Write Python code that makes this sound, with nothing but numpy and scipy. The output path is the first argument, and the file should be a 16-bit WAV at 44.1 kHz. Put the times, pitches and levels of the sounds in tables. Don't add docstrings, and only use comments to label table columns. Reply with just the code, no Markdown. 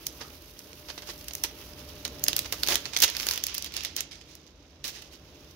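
import sys
import numpy as np
from scipy import signal
from scipy.fft import rfft, irfft, next_fast_len
from scipy.io import wavfile
from scipy.ndimage import map_coordinates

SR = 44100
rng = np.random.default_rng(int(sys.argv[2]) if len(sys.argv) > 2 else 0)


def rack_gain(trim_db):
    fader = np.asarray(trim_db, float)
    return 10 ** (fader / 20)


def to_wav(s):
    ch = np.atleast_2d(s).T
    pcm = np.round(np.clip(ch, -1, 1) * 32767)
    wavfile.write(sys.argv[1], SR, pcm.astype(np.int16))


N = 244883

# crack time in seconds, level in dB, shudder trim in dB, sizzle over the body in dB,
# and, where a taut panel sings, its ring in Hz.
CREASE_SNAPS = [(0.0672, -34, -24, 13.5), (.5911, -50.5, -10, 13), (.731, -44, -21, -29),
                (.8862, -41.5, -6, -10), (0.9774, -42, 0, -12, 3700), (1.0213, -41, -6, -6),
                (1.179, -56, -9, 11), (1.211, -45.5, -10, 4), (1.243, -48.5, -20, 8),
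                (1.2832, -33.5, -16, 4), (1.309, -38.5, -13, -19), (1.3352, -42.5, -16, 12),
                (1.3518, -40.5, -29, 16), (1.4376, -27, -5.5, 9, 6000), (1.735, -46, -29, -20),
                (2.0511, -26, -13, -3), (2.0783, -38.5, -29, -1), (2.195, -47.5, -25, 6.5),
                (2.239, -32.5, -22, 17.5, 5000), (2.265, -32, -29, -18, 5000), (2.283, -17, -18, 3, 5100),
                (2.331, -25, -26, -8, 3800), (2.365, -26, -16, 10, 4800), (2.382, -32, -20, -5),
                (2.391, -24, -32, 5.5, 4650), (2.446, -40, -20, -5), (2.5247, -25, -10.5, 4.5, 5200),
                (2.6331, -19.5, -20, -1.5), (2.665, -34, -11, 2), (2.6734, -27, -16, 2.5),
                (2.6855, -22.5, -6.5, 3.5, 5300), (2.7557, -22, -12, 5), (2.8551, -29.5, -11, -19.5),
                (2.965, -18, -18.5, -19), (2.972, -32.5, -24, 10.5), (2.987, -36, -20, 10),
                (3.0026, -27.5, -6, 7.5), (3.015, -33.5, -18, -5), (3.02, -23, -13, 8, 5800),
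                (3.0241, -21.5, -3, 9.5), (3.0287, -31.5, -14, 6), (3.0388, -31, -11, 6),
                (3.0789, -28, -6, -4), (3.1001, -33.5, -17.5, 4.5), (3.1504, -33, -12.5, -15),
                (3.1672, -27, -17, 0.5, 4300), (3.199, -27, -23, -5.5), (3.2077, -33.5, -12, -2),
                (3.2301, -31.5, -9, -7), (3.268, -24, -21, 0.5, 6500), (3.2871, -22, -25, -0.5, 4800),
                (3.3106, -24, -17, 2, 5100), (3.336, -37.5, -4, 8.5), (3.3588, -34, -29, 3),
                (3.3763, -27, -17.5, 1), (3.4385, -25, -41, 4.5, 6400), (3.4671, -30, -20, 7.5),
                (3.483, -36, -5, -15), (3.5439, -37.5, -15, 10), (3.549, -32, -20, 6),
                (3.5807, -33.5, -22, 10.5), (3.6239, -39, -28, 9), (3.6444, -33, -11, 4),
                (3.661, -37, -6, 0.5), (3.722, -43, -20, -1), (3.7395, -38, -4.5, 2),
                (3.7663, -27.5, -12, 0.5, 4300), (3.8073, -35, -19, -6), (3.8355, -35.5, -12, 2),
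                (3.849, -27.5, -8, -0.5), (3.965, -30, -9, 8, 6100), (4.0067, -27.5, -18, 4),
                (4.2124, -44.5, -10.5, -24), (4.3522, -51.5, -17, 9.5), (4.466, -52, -19, -9),
                (4.842, -32, -6.5, -4), (4.879, -42, 0, 10.5), (5.0207, -48, -4.5, 2)]
CREEP_DB, CREEP_S = -14, 0.0027


def snaps():
    out = np.zeros((2, N + SR))
    lead = SR // 50
    t = np.arange(-lead, SR // 10) / SR
    after = np.maximum(t, 0)
    creep = rack_gain(CREEP_DB) * np.exp(np.minimum(t, 0) / CREEP_S)
    burst = rack_gain(5.5 - 60 * after / .012) * (1 - .5 * np.exp(-after / .0002))
    crack = np.where(t < 0, creep, burst)
    crack_rms = np.sqrt(np.mean(crack ** 2))
    for s, db, shudder_db, bright_db, *ring_hz in CREASE_SNAPS:
        dull_db = flap(s, bright_db)
        shudder = (1 - np.exp(-after / 0.0044)) * rack_gain(shudder_db + 7.5 - 60 * after / 0.066)
        shudder = shudder * flicker(len(t), depth_db=4)
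        ringing = sheet(len(t), bright_db, dull_db - 5.5, s, ring_hz)
        sound = unit(crack * flicker(len(t), depth_db=1.5) * ringing) * np.std(ringing) * crack_rms
        sound = sound + shudder * sheet(len(t), bright_db - 8.5, dull_db + 4, s, [])
        out[:, round(s * SR) - lead:][:, :len(t)] += rack_gain(db) * sound
    return out[:, :N]


# loudest moment in seconds, level in dB, swell time constant in seconds,
# fade by 60 dB in seconds, sizzle over the body in dB, and for some the ring in Hz.
FOLD_RUSTLES = [(.215, -42, 0.008, 0.12, -22), (.25, -58, 0.03, .5, -20, 1300),
                (.901, -41.5, 0.0085, .089, -14), (1.076, -49, .01, .12, 3),
                (1.105, -37, 0.018, 0.041, -12), (2.46, -32, 0.0032, 0.03, -18),
                (2.7, -36, 0.0078, 0.19, 3), (2.724, -27, 0.018, 0.12, -2),
                (2.745, -27.5, 0.0033, .035, 1.5), (2.935, -32.5, 0.0031, 0.11, -12),
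                (3.041, -23.5, .01, .083, 0), (3.76, -39, 0.0035, 0.45, -21), (3.988, -37, .008, 0.13, -15),
                (4.113, -43, 0.0017, 0.3, -18), (4.155, -55, 0.0068, 0.043, -26),
                (4.293, -55, .02, 0.31, -6), (4.85, -36.5, 0.0029, 0.3, -2), (4.948, -47, 0.01, 0.45, -10),
                (5.13, -51.5, 0.011, 0.16, -3)]
RUSTLE_FLAP_DB = 3


def rustles():
    out = np.zeros((2, N + SR))
    lead = SR // 10
    t = np.arange(-lead, SR // 2) / SR
    for s, db, swell, t60, bright_db, *ring_hz in FOLD_RUSTLES:
        dull_db = flap(s, bright_db) + RUSTLE_FLAP_DB
        rise = np.exp(np.minimum(t, 0) / swell)
        fade = rack_gain(-60 * np.maximum(t, 0) / t60)
        shape = np.where(t < 0, rise, fade)
        grain = flicker(len(t), depth_db=3) * rack_gain(1.8 * slips(len(t)))
        sound = shape * grain * sheet(len(t), bright_db, dull_db, s, ring_hz)
        out[:, round(s * SR) - lead:][:, :len(t)] += rack_gain(db) * sound
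    return out[:, :N]


# frequency in Hz, density in dB per Hz (relative).
FILM_COLOUR = [(88, -47), (150, -11), (333, -3), (710, -5), (1540, -6.5), (2370, -6), (2770, -4),
               (5150, -4), (6510, -8.5), (8060, -17.5), (11900, -11), (15600, -11)]
RING_DB, RING_WIDTH = -3, .15
BALLED_EDGE_HZ, OPEN_EDGE_HZ = 2000, 1600


def sheet(count, bright_db, dull_db, s, ring_hz):
    panel_hz = np.exp(rng.uniform(np.log(1500), np.log(14000), size=6))
    edge_hz = BALLED_EDGE_HZ + (OPEN_EDGE_HZ - BALLED_EDGE_HZ) * openness(s)

    def modes(f):
        resonances = sum(.35 * 1j * f * c * .06 / (c * c - f * f + 1j * f * c * .06) for c in panel_hz)
        return rack_gain(along(FILM_COLOUR, f)) * (1 + resonances)

    def above(f, low_hz):
        return 1 / np.sqrt(1 + (low_hz / (f + 1)) ** 8)

    def part(gain):
        return unit(spread(rng.standard_normal((2, count)), lambda f: modes(f) * gain(f)))

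    body = part(lambda f: above(f, edge_hz) * (1 - above(f, 12000)))
    for c in ring_hz:
        ring = part(lambda f: 1 / (1 + ((f - c) / (c * RING_WIDTH / 2)) ** 2))
        body = unit(body + rack_gain(RING_DB) * ring)
    sizzle = part(lambda f: above(f, 6340))
    low_flap = part(lambda f: above(f, 260) * (1 - above(f, 2600)))
    return body + rack_gain(bright_db) * sizzle + rack_gain(dull_db) * low_flap


def flicker(count, depth_db):
    steps = rng.standard_normal(count // 40 + 1)
    return rack_gain(depth_db * np.repeat(steps, 40)[:count])


def slips(count):
    knots = count // 100
    return np.interp(np.arange(count) * 70 / SR, np.arange(knots), rng.standard_normal(knots))


BALLED_FLAP_DB, OPEN_FLAP_DB = -22, -10
FLAP_PER_BRIGHT, FLAP_SCATTER_DB = 0.12, 1.5


def flap(s, bright_db):
    slack_db = BALLED_FLAP_DB + (OPEN_FLAP_DB - BALLED_FLAP_DB) * openness(s)
    return slack_db - FLAP_PER_BRIGHT * bright_db + FLAP_SCATTER_DB * rng.standard_normal()


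# time in seconds, openness from 0 to 1.
SHEET_OPENNESS = [(0, 1), (1.5, 0.99), (2.3, 0.84), (2.72, 0.96), (3.0, 0.47), (3.3, 1), (3.45, 0.3),
                  (4.1, 0.35), (4.85, 0.4), (5.55, 0.77)]


def openness(s):
    return np.clip(np.interp(s, *np.transpose(SHEET_OPENNESS)), 0, 1)


# time in seconds, crackle level in dB.
CRACKLE_LEVEL = [(0, -55), (.62, -57), (1.5, -54.5), (2.2, -52.5), (2.6, -48.5), (2.84, -49.5),
                 (3.12, -43.5), (3.25, -40.5), (3.33, -38), (3.42, -48), (3.52, -41), (3.68, -50),
                 (3.82, -45), (3.96, -54), (4.08, -60), (4.82, -65.5), (5.1, -61.5), (5.55, -57.5)]
BALLED_SIZZLE_DB, OPEN_SIZZLE_DB = -22, 2


def crackle():
    level_db, = curves(CRACKLE_LEVEL)
    opened = openness(np.arange(N) / SR)
    bright_db = BALLED_SIZZLE_DB + (OPEN_SIZZLE_DB - BALLED_SIZZLE_DB) * opened

    def band(lo_hz, hi_hz):
        def gain(f):
            return rack_gain(along(FILM_COLOUR, f)) / (1 + (f / hi_hz) ** 8) / (1 + (lo_hz / (f + 1)) ** 8)
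        return unit(spread(rng.standard_normal((2, N)), gain))

    wide = ticking(rate=120) * (rack_gain(-3.5) * band(1900, 3800) + rack_gain(-14.5 + 4.5 * opened) * band(800, 1900))
    narrow = ticking(rate=200) * (rack_gain(-2.5) * band(3800, 8200) + rack_gain(bright_db) * band(8200, 20000))
    return rack_gain(level_db + 1.5 * wobble(28.0)) * (wide + narrow)


def ticking(rate):
    sizes = rack_gain(np.minimum(4.5 * rng.exponential(size=N), 13))
    ticks = (rng.random(N) < rate / SR) * sizes
    burst = rack_gain(-60 * np.arange(SR // 20) / SR / 0.012)
    return unit(2.5 + signal.fftconvolve(ticks, burst)[:N])


# frequency in Hz, time to fall 60 dB in seconds.
WALL_DECAY = [(200, .35), (2000, .35), (6000, .25), (10000, .12), (15000, .08)]


def walls(x):
    hz, t, z = signal.stft(rng.standard_normal((2, SR // 2)), SR, nperseg=256)
    decay = rack_gain(-60 * t / along(WALL_DECAY, hz)[:, None])
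    tail = signal.istft(z * decay, SR, nperseg=256)[1]
    late = np.pad(x, ((0, 0), (200, 0)))
    return signal.fftconvolve(late, tail / np.linalg.norm(tail[0]), axes=1)[:, :N]


# time in seconds, drone level in dB, whine level in dB.
ROOM_LEVELS = [(0, -53, -67), (.63, -55.5, -64.5), (2.43, -48, -56.5), (3.3, -53.5, -67),
               (4.42, -57.5, -74), (5.55, -55, -67)]
# frequency in Hz, density in dB per Hz (relative).
RUMBLE_COLOUR = [(25, -31.5), (40, -13), (53, 1.5), (62, 0), (74, 1.5), (90, -3.5), (125, -19), (200, -15),
                 (300, -56)]
# frequency in Hz, density in dB per Hz (relative).
DRONE_COLOUR = [(76, -33), (130, 0.5), (160, -5.5), (214, -8), (290, -1), (435, -7.5), (516, -9),
                (612, -11), (776, -14.5), (3000, -26.5), (3900, -18), (6600, -120)]
# centre pitch in Hz, level within the whine in dB.
BLADE_TONES = [(598.4, 0), (426.5, -6)]
RUMBLE_DB = -0.9


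def room_noise():
    drone_db, whine_db = curves(ROOM_LEVELS)
    rumble = unit(spread(rng.standard_normal((2, N)), lambda f: rack_gain(along(RUMBLE_COLOUR, f))))
    drone = unit(spread(rng.standard_normal((2, N)), lambda f: rack_gain(along(DRONE_COLOUR, f))))
    whine = 0
    for hz, db in BLADE_TONES:
        level = rack_gain(db + 1.5 * wobble(5))
        phase = 2 * np.pi * np.cumsum(hz + 1.19 * wobble(3.97)) / SR
        whine = whine + level * np.sin(phase)
    sway = rack_gain(1.2 * wobble(6))
    noise = rack_gain(drone_db + RUMBLE_DB) * rumble + rack_gain(drone_db) * sway * drone
    return noise + np.sqrt(2) * rack_gain(whine_db) * whine


# frequency in Hz, left-right likeness from 0 to 1.
LIKENESS = [(60, .96), (380, .94), (700, .75), (1300, .4), (2400, .15), (4400, 0)]


def spread(pair, gain):
    def mid_side(hz):
        turn = np.arccos(np.clip(along(LIKENESS, hz), -1, 1)) / 2
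        return gain(hz) * [np.cos(turn), np.sin(turn)]
    mid, side = filtered(pair, mid_side)
    return np.array([mid + side, mid - side])


def unit(x):
    return x / np.sqrt(np.mean(x ** 2) + 1e-20)


def along(points, hz):
    f, v = np.transpose(points)
    return np.interp(np.log(hz + 1), np.log(f + 1), v)


def curves(rows):
    s, *cols = np.transpose(rows)
    return [np.interp(np.arange(N) / SR, s, c) for c in cols]


def wobble(rate):
    knots = rng.standard_normal(int(N * rate / SR) + 4)
    return map_coordinates(knots, [np.arange(N) * rate / SR])


def filtered(x, response):
    n = x.shape[-1]
    m = next_fast_len(n + 4096)
    return irfft(rfft(x, m) * response(np.fft.rfftfreq(m, 1 / SR)), m)[..., :n]


def scene():
    film = snaps() + rustles()
    return film + rack_gain(-13.0) * walls(film) + crackle() + room_noise()


def roll_off(x):
    return signal.sosfilt(signal.butter(12, 17150, fs=SR, output="sos"), x)


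# frequency in Hz, left minus right in dB.
PORT_COLOUR = [(100, 0), (250, -.5), (600, 1.5), (1200, -3.5), (2500, -6), (4500, -9), (6200, -14),
               (7500, -3), (9000, 0), (12000, 1), (15000, -2)]
# frequency in Hz, gain in dB.
TOP_EDGE = [(15750, 0), (16000, -36), (16900, -38), (17200, -80)]


def record(dry):
    def ports(hz):
        difference_db = np.outer([.5, -.5], along(PORT_COLOUR, hz))
        return rack_gain(difference_db + along(TOP_EDGE, hz))
    mix = filtered(dry, ports)
    return roll_off(mix)


dry = scene()
out = record(dry)
to_wav(out)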